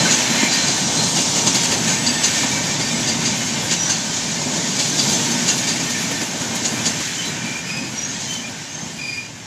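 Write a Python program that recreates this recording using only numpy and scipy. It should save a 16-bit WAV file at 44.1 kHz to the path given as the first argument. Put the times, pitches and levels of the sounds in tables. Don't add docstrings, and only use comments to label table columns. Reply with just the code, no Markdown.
import sys
import numpy as np
from scipy import signal
from scipy.fft import rfft, irfft, next_fast_len
from scipy.io import wavfile
from scipy.ndimage import uniform_filter1d

SR = 44100
rng = np.random.default_rng(int(sys.argv[2]) if len(sys.argv) > 2 else 0)


def pcm_store(signal):
    levels = np.round(np.clip(np.atleast_2d(signal), -1, 1) * 32767)
    wavfile.write(sys.argv[1], SR, levels.astype(np.int16).T)


N = 417167

# (time [s], sleeper rumble [dB], bogie drone [dB], rail roar [dB],
# wheel rush [dB], top hiss [dB])
ROLLING_FADERS = [(0.0, -24, -28, -25, -19.5, -40), (0.39, -27.5, -28, -23, -21, -42.5),
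                  (0.87, -27.5, -31.5, -30, -21, -44), (1.32, -28, -28.5, -32, -21.5, -45),
                  (1.6, -26.5, -29.5, -28, -20.5, -41), (1.95, -28, -33, -29, -24.5, -45),
                  (2.34, -29.5, -30, -27, -21.5, -41.5), (2.82, -28, -32.5, -30, -24, -46),
                  (3.61, -28.5, -33, -29.5, -24.5, -45), (4.08, -31.5, -34, -32, -24, -48.5),
                  (4.5, -27, -31.5, -32, -25, -48), (5.09, -27, -32.5, -31, -20.5, -40.5),
                  (5.27, -26, -32, -28.5, -22.5, -41.5), (6.06, -30, -34.5, -29.5, -25, -43.5),
                  (6.43, -29, -33, -32.5, -28, -47), (6.8, -29.5, -34, -30, -25.5, -44.5),
                  (7.72, -35, -39, -32.5, -31.5, -50.5), (7.93, -34, -39.5, -36, -32.5, -52),
                  (8.22, -36.5, -39.5, -35.5, -29.5, -54), (8.51, -38, -39.5, -37.5, -34, -55),
                  (8.98, -38.5, -42, -39, -34.5, -54), (9.46, -41, -45, -41, -40, -59)]
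# (time [s], level [dB])
GROUND_FADER = [(0, -39.5), (2.8, -37), (5.1, -41), (9.46, -43)]


def rolling(layers):
    t = np.arange(N) / SR
    times, *faders = np.transpose(ROLLING_FADERS)
    ground_db = np.interp(t, *np.transpose(GROUND_FADER))
    levels_db = [ground_db] + [np.interp(t, times, fader) for fader in faders]
    return np.sum(undb(levels_db) * layers, axis=0)


# (frequency [Hz], relative level [dB])
GROUND_EQ = [(13, -62), (22, -38), (65, -17), (135, -4.5), (180, -12), (300, -120)]
SLEEPER_EQ = [(71, -31.5), (120, -9), (161, -3), (238, -0.5), (312, -7), (480, -14.5), (620, -37),
              (1060, -120)]
BOGIE_EQ = [(260, -1.5), (450, -10), (615, 2), (709, 0), (901, 2), (1350, -8), (1760, -48), (2970, -120)]
RAIL_EQ = [(760, -39), (1300, -6), (1810, 1), (1990, -0.5), (2240, -0.5), (3100, -2.5), (4030, -39),
           (6820, -120)]
WHEEL_EQ = [(1650, -73), (2800, -15.5), (3400, 1), (5110, 1.5), (6620, 5.5), (7460, 2), (9200, -20),
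            (12000, -49), (20200, -120)]
HISS_EQ = [(5000, -43), (8500, -4.5), (9180, -4), (10000, 0.5), (13000, -6.5), (14900, -11.5), (16000, -16)]
# (frequency [Hz], width [Hz], level against the part's broad sound [dB])
SLEEPER_RINGS = [(169.8, 51, -14.5), (234, 60, -9.5)]
BOGIE_RINGS = [(553.5, 88, -22.5), (711, 24, -26.5), (926, 66, -21)]
RAIL_RINGS = [(1537, 183, -17), (1801, 79, -17), (2143, 60, -15.5), (2338, 210, -18)]


def rolling_layers(ping_db):
    shake = roughness(grain_db=1, flicker_db=1, flicker_hz=10)
    contact = roughness(grain_db=1.3, flicker_db=0.66, flicker_hz=25)
    pings = dent_pings(count=4000, low_hz=1303, high_hz=14910, ring_s=0.014, spread_db=2.22)
    contact += undb(ping_db) * pings
    return np.array([shaken_part(shake, GROUND_EQ),
                     shaken_part(shake, SLEEPER_EQ, SLEEPER_RINGS, swell_hz=6),
                     shaken_part(shake, BOGIE_EQ, BOGIE_RINGS),
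                     shaken_part(contact, RAIL_EQ, RAIL_RINGS),
                     shaken_part(contact, WHEEL_EQ),
                     shaken_part(contact * undb(1.6 * wander(32)), HISS_EQ)])


def roughness(grain_db, flicker_db, flicker_hz):
    grains = undb(grain_db * rng.exponential(size=N))
    return unit(rng.standard_normal(N) * grains * undb(flicker_db * wander(flicker_hz)))


def dent_pings(count, low_hz, high_hz, ring_s, spread_db):
    t = np.arange(4096) / SR
    out = np.zeros(N + len(t))
    for when, pitch, softness, length in rng.random((count, 4)):
        hz = low_hz + (high_hz - low_hz) * pitch
        gain = undb(-spread_db * np.log(0.055 + softness))
        age = t / (ring_s * (0.38 + length))
        at = int(when * N)
        out[at:at + len(t)] += gain * age * np.exp(-age) * np.sin(2 * np.pi * hz * t)
    return unit(out[:N])


def shaken_part(drive, eq, modes=(), swell_db=3.5, swell_hz=8):
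    rings = sum(undb(db + swell_db * wander(swell_hz)) * resonate(drive, hz, width)
                for hz, width, db in modes)
    return unit(unit(equalise(drive, eq)) + rings)


# (clack level [dB], main ring against the clack [dB])
AXLE_HITS = [(-20, 1), (-20, -4), (-14, -13), (-18.5, -9), (-18, 0), (-15, -12), (-18.5, -2), (-18.5, -6),
             (-16.5, -7), (-16.5, -6), (-15, -9), (-18, 0), (-14.5, -11), (-19, -3), (-18, -12), (-17, -10)]
COACH_M, BOGIE_SPACING_M, AXLE_SPACING_M = 24, 14.9, 2.56
FIRST_AXLE_S, SPEED_M_S, BRAKING_M_S2 = 0.53, 15.943, 0.5777


def joint_hits(length_ms=21, thump_db=-15, rail_db=-14.5, hiss_db=-29.5):
    axle = np.arange(len(AXLE_HITS))
    metres = axle // 4 * COACH_M + axle // 2 % 2 * BOGIE_SPACING_M + axle % 2 * AXLE_SPACING_M
    speeds = np.sqrt(SPEED_M_S ** 2 - 2 * BRAKING_M_S2 * metres)
    times = FIRST_AXLE_S + (SPEED_M_S - speeds) / BRAKING_M_S2
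    return [(time, db, length_ms, thump_db, rail_db, ring_db, hiss_db)
            for time, (db, ring_db) in zip(times, AXLE_HITS)]


# (time [s], level [dB], length [ms], thump against the knock [dB],
# hiss against the knock [dB])
WHEEL_KNOCKS = [(0.066, -29.5, 9, 5, -21), (0.13, -16, 34, -11, -32), (0.436, -31, 8.1, 8.5, -24),
                (1, -25.5, 9, -2, -16), (1.04, -18, 11, -21, -22), (1.195, -18, 51, -9, -23),
                (1.375, -17.5, 30, -8, -24), (1.56, -16.5, 19, -10, -21), (1.732, -20, 23, -5, -18),
                (1.883, -28, 9.1, -1, -17), (1.917, -22, 57, -7, -22), (2.439, -26.5, 10, 6.5, -12),
                (2.813, -24, 24, -3, -25), (4.571, -21.5, 10, -21, -25), (5.099, -24, 16, -25, -14),
                (5.138, -22.5, 30, -11, -20), (5.321, -20, 12, -11, -23), (5.588, -22.5, 12, -13, -20),
                (5.807, -26, 13, -2.5, -22), (5.908, -23, 12, -15, -11), (6.119, -32, 11, 5.5, -3),
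                (6.221, -24, 13, -2, -16), (6.42, -26, 7.4, -4, -16), (6.562, -23, 10, -11, -13),
                (7.01, -28, 11, -2, -12), (7.263, -31, 17, -13, -12), (8.224, -28, 31, -15, -24),
                (8.336, -27, 11, -24, -24)]


def worn_wheel_hits(ring_db=-13):
    return [(time, db, length_ms, thump_db, thump_db - 3, ring_db, hiss_db)
            for time, db, length_ms, thump_db, hiss_db in WHEEL_KNOCKS]


# (frequency [Hz], width [Hz], level against the hit [dB])
DISC_RINGS = [(2794, 150, -15.5), (3460, 49, -24), (4210, 150, -14), (6280, 43, -8.5), (6830, 320, -8),
              (7840, 38, -17.5), (8540, 52, -21.5), (9300, 79, -27)]
MAIN_RING_HZ, MAIN_RING_WIDTH_HZ = 4710, 130


def clacks(layers, hits):
    _, sleepers, bogies, rail, rush, hiss = np.roll(layers, N // 3, axis=1)
    grit = roughness(grain_db=0.75, flicker_db=1.1, flicker_hz=150)
    scatter_db = 2 * rng.standard_normal((len(hits), len(DISC_RINGS)))
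    out = np.zeros(N)
    for (time, db, length_ms, thump_db, rail_db, ring_db, hiss_db), offsets_db in zip(hits, scatter_db):
        at = np.arange(int((time - 0.06) * SR), int((time + 0.16) * SR))
        age = (at / SR - time) / (length_ms / 1000) + 0.34
        attack = np.exp(-(age / 0.5) ** 2)
        tail = 1 / (1 + (age / 1.08) ** 2) ** 0.95
        burst = np.where(age < 0, attack, tail)
        strike = grit[at] * burst
        rings = undb(ring_db) * resonate(strike, MAIN_RING_HZ, MAIN_RING_WIDTH_HZ)
        for (hz, width, mode_db), offset_db in zip(DISC_RINGS, offsets_db):
            rings += undb(mode_db + offset_db) * resonate(strike, hz, width)
        track = undb(thump_db) * sleepers[at] + undb(rail_db) * (bogies[at] + rail[at])
        wheel = undb(-3.5) * rush[at] + undb(hiss_db) * hiss[at]
        out[at] += undb(db) * (burst * (track + wheel) + rings)
    return out


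# (start [s], length [s], pitch [Hz], glide [Hz], level [dB], octave against the tone [dB])
FLANGE_SQUEALS = [(-.2, 0.36, 4100, -22, -25, -40), (.04, 0.063, 1550, -20, -25, -40),
                  (0.151, 0.85, 4120, -20, -30, -40), (.36, 0.15, 2135, -18, -26, -40),
                  (.5, 1.6, 8240, -120, -37, -40), (0.947, 0.21, 4150, -22, -26.5, -40),
                  (1.7, 0.99, 7950, -230, -32, -40), (1.91, .13, 2380, -10, -33, -40),
                  (2.05, 0.33, 1805, -1, -35, -40), (2.784, 0.15, 4690, -68, -29, -40),
                  (2.856, 0.28, 7900, -32, -36, -40), (3.417, 0.37, 7580, -2, -44, -40),
                  (3.762, 0.15, 5880, -50, -19.5, -40), (7.15, 0.15, 3060, -3, -32.5, -4),
                  (7.225, .1, 3970, 20, -33, -40), (7.415, 0.24, 2375, 16, -30.5, -17),
                  (7.627, 0.294, 2486, 38.5, -30, -4), (7.946, 0.15, 5740, 63, -26.5, -40),
                  (8.01, 0.18, 6540, -68, -32, -40), (8.137, .05, 4890, 20, -35, -40),
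                  (8.247, 0.21, 3095, -23.5, -30.5, -2.5), (8.413, .1, 2420, -8, -33.5, -40),
                  (8.67, 0.24, 6400, -120, -36, -40), (8.948, 0.37, 2423, -6.5, -28.5, -7),
                  (9.41, .1, 5560, 0, -43, -38)]


def flange_squeal(start, length, hz, glide_hz, db, octave_db, attack_share=0.34, rasp_hz=105.2):
    at = np.arange(N)[max(int(start * SR), 0):int((start + length) * SR)]
    progress = (at / SR - start) / length
    swell = np.sin(np.pi / 2 * np.interp(progress, [0, attack_share, 1], [0, 1, 0])) ** 1.32
    phasor = np.exp(2j * np.pi * np.cumsum(hz + glide_hz * progress) / SR)
    tone = 0
    for harmonic, harmonic_db in enumerate([0, octave_db, octave_db - 17, octave_db - 21], 1):
        slip_hz = 2 * rasp_hz * harmonic
        slip = wander(slip_hz, len(at)) + 1j * wander(slip_hz, len(at))
        grip = 0.73 + 0.58 * slip
        tone += undb(harmonic_db) * (grip * phasor ** harmonic).real
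    out = np.zeros(N)
    out[at] = np.sqrt(2) * undb(db) * swell * tone
    return out


def resonate(x, hz, width_hz):
    b, a = signal.iirpeak(hz, hz / width_hz / 1.17, SR)
    return signal.lfilter(b, a, signal.lfilter(b, a, x)) * np.sqrt(SR / (2 * width_hz))


def equalise(x, eq):
    size = next_fast_len(N)
    hz, db = np.transpose(eq)
    bin_hz = np.maximum(np.arange(size // 2 + 1) * SR / size, 1)
    gain = undb(np.interp(np.log(bin_hz), np.log(hz), db, -120, -120))
    return irfft(rfft(x, size) * gain, size)[:N]


def wander(rate_hz, size=N):
    hold = int(SR / rate_hz)
    steps = np.repeat(rng.standard_normal(size // hold + 1), hold)
    return 1.42 * uniform_filter1d(uniform_filter1d(steps, hold), hold)[:size]


def undb(db):
    return 10 ** (np.asarray(db) / 20)


def unit(x):
    return x / np.sqrt(np.mean(x ** 2))


def scene():
    layers = rolling_layers(ping_db=-9)
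    hits = joint_hits() + worn_wheel_hits()
    squeals = sum(flange_squeal(*row) for row in FLANGE_SQUEALS)
    return np.tile(rolling(layers) + clacks(layers, hits) + squeals, (2, 1))


def record(dry):
    return signal.sosfilt(signal.ellip(10, 0.2, 70, 15500, fs=SR, output="sos"), dry)


dry = scene()
out = record(dry)
pcm_store(out)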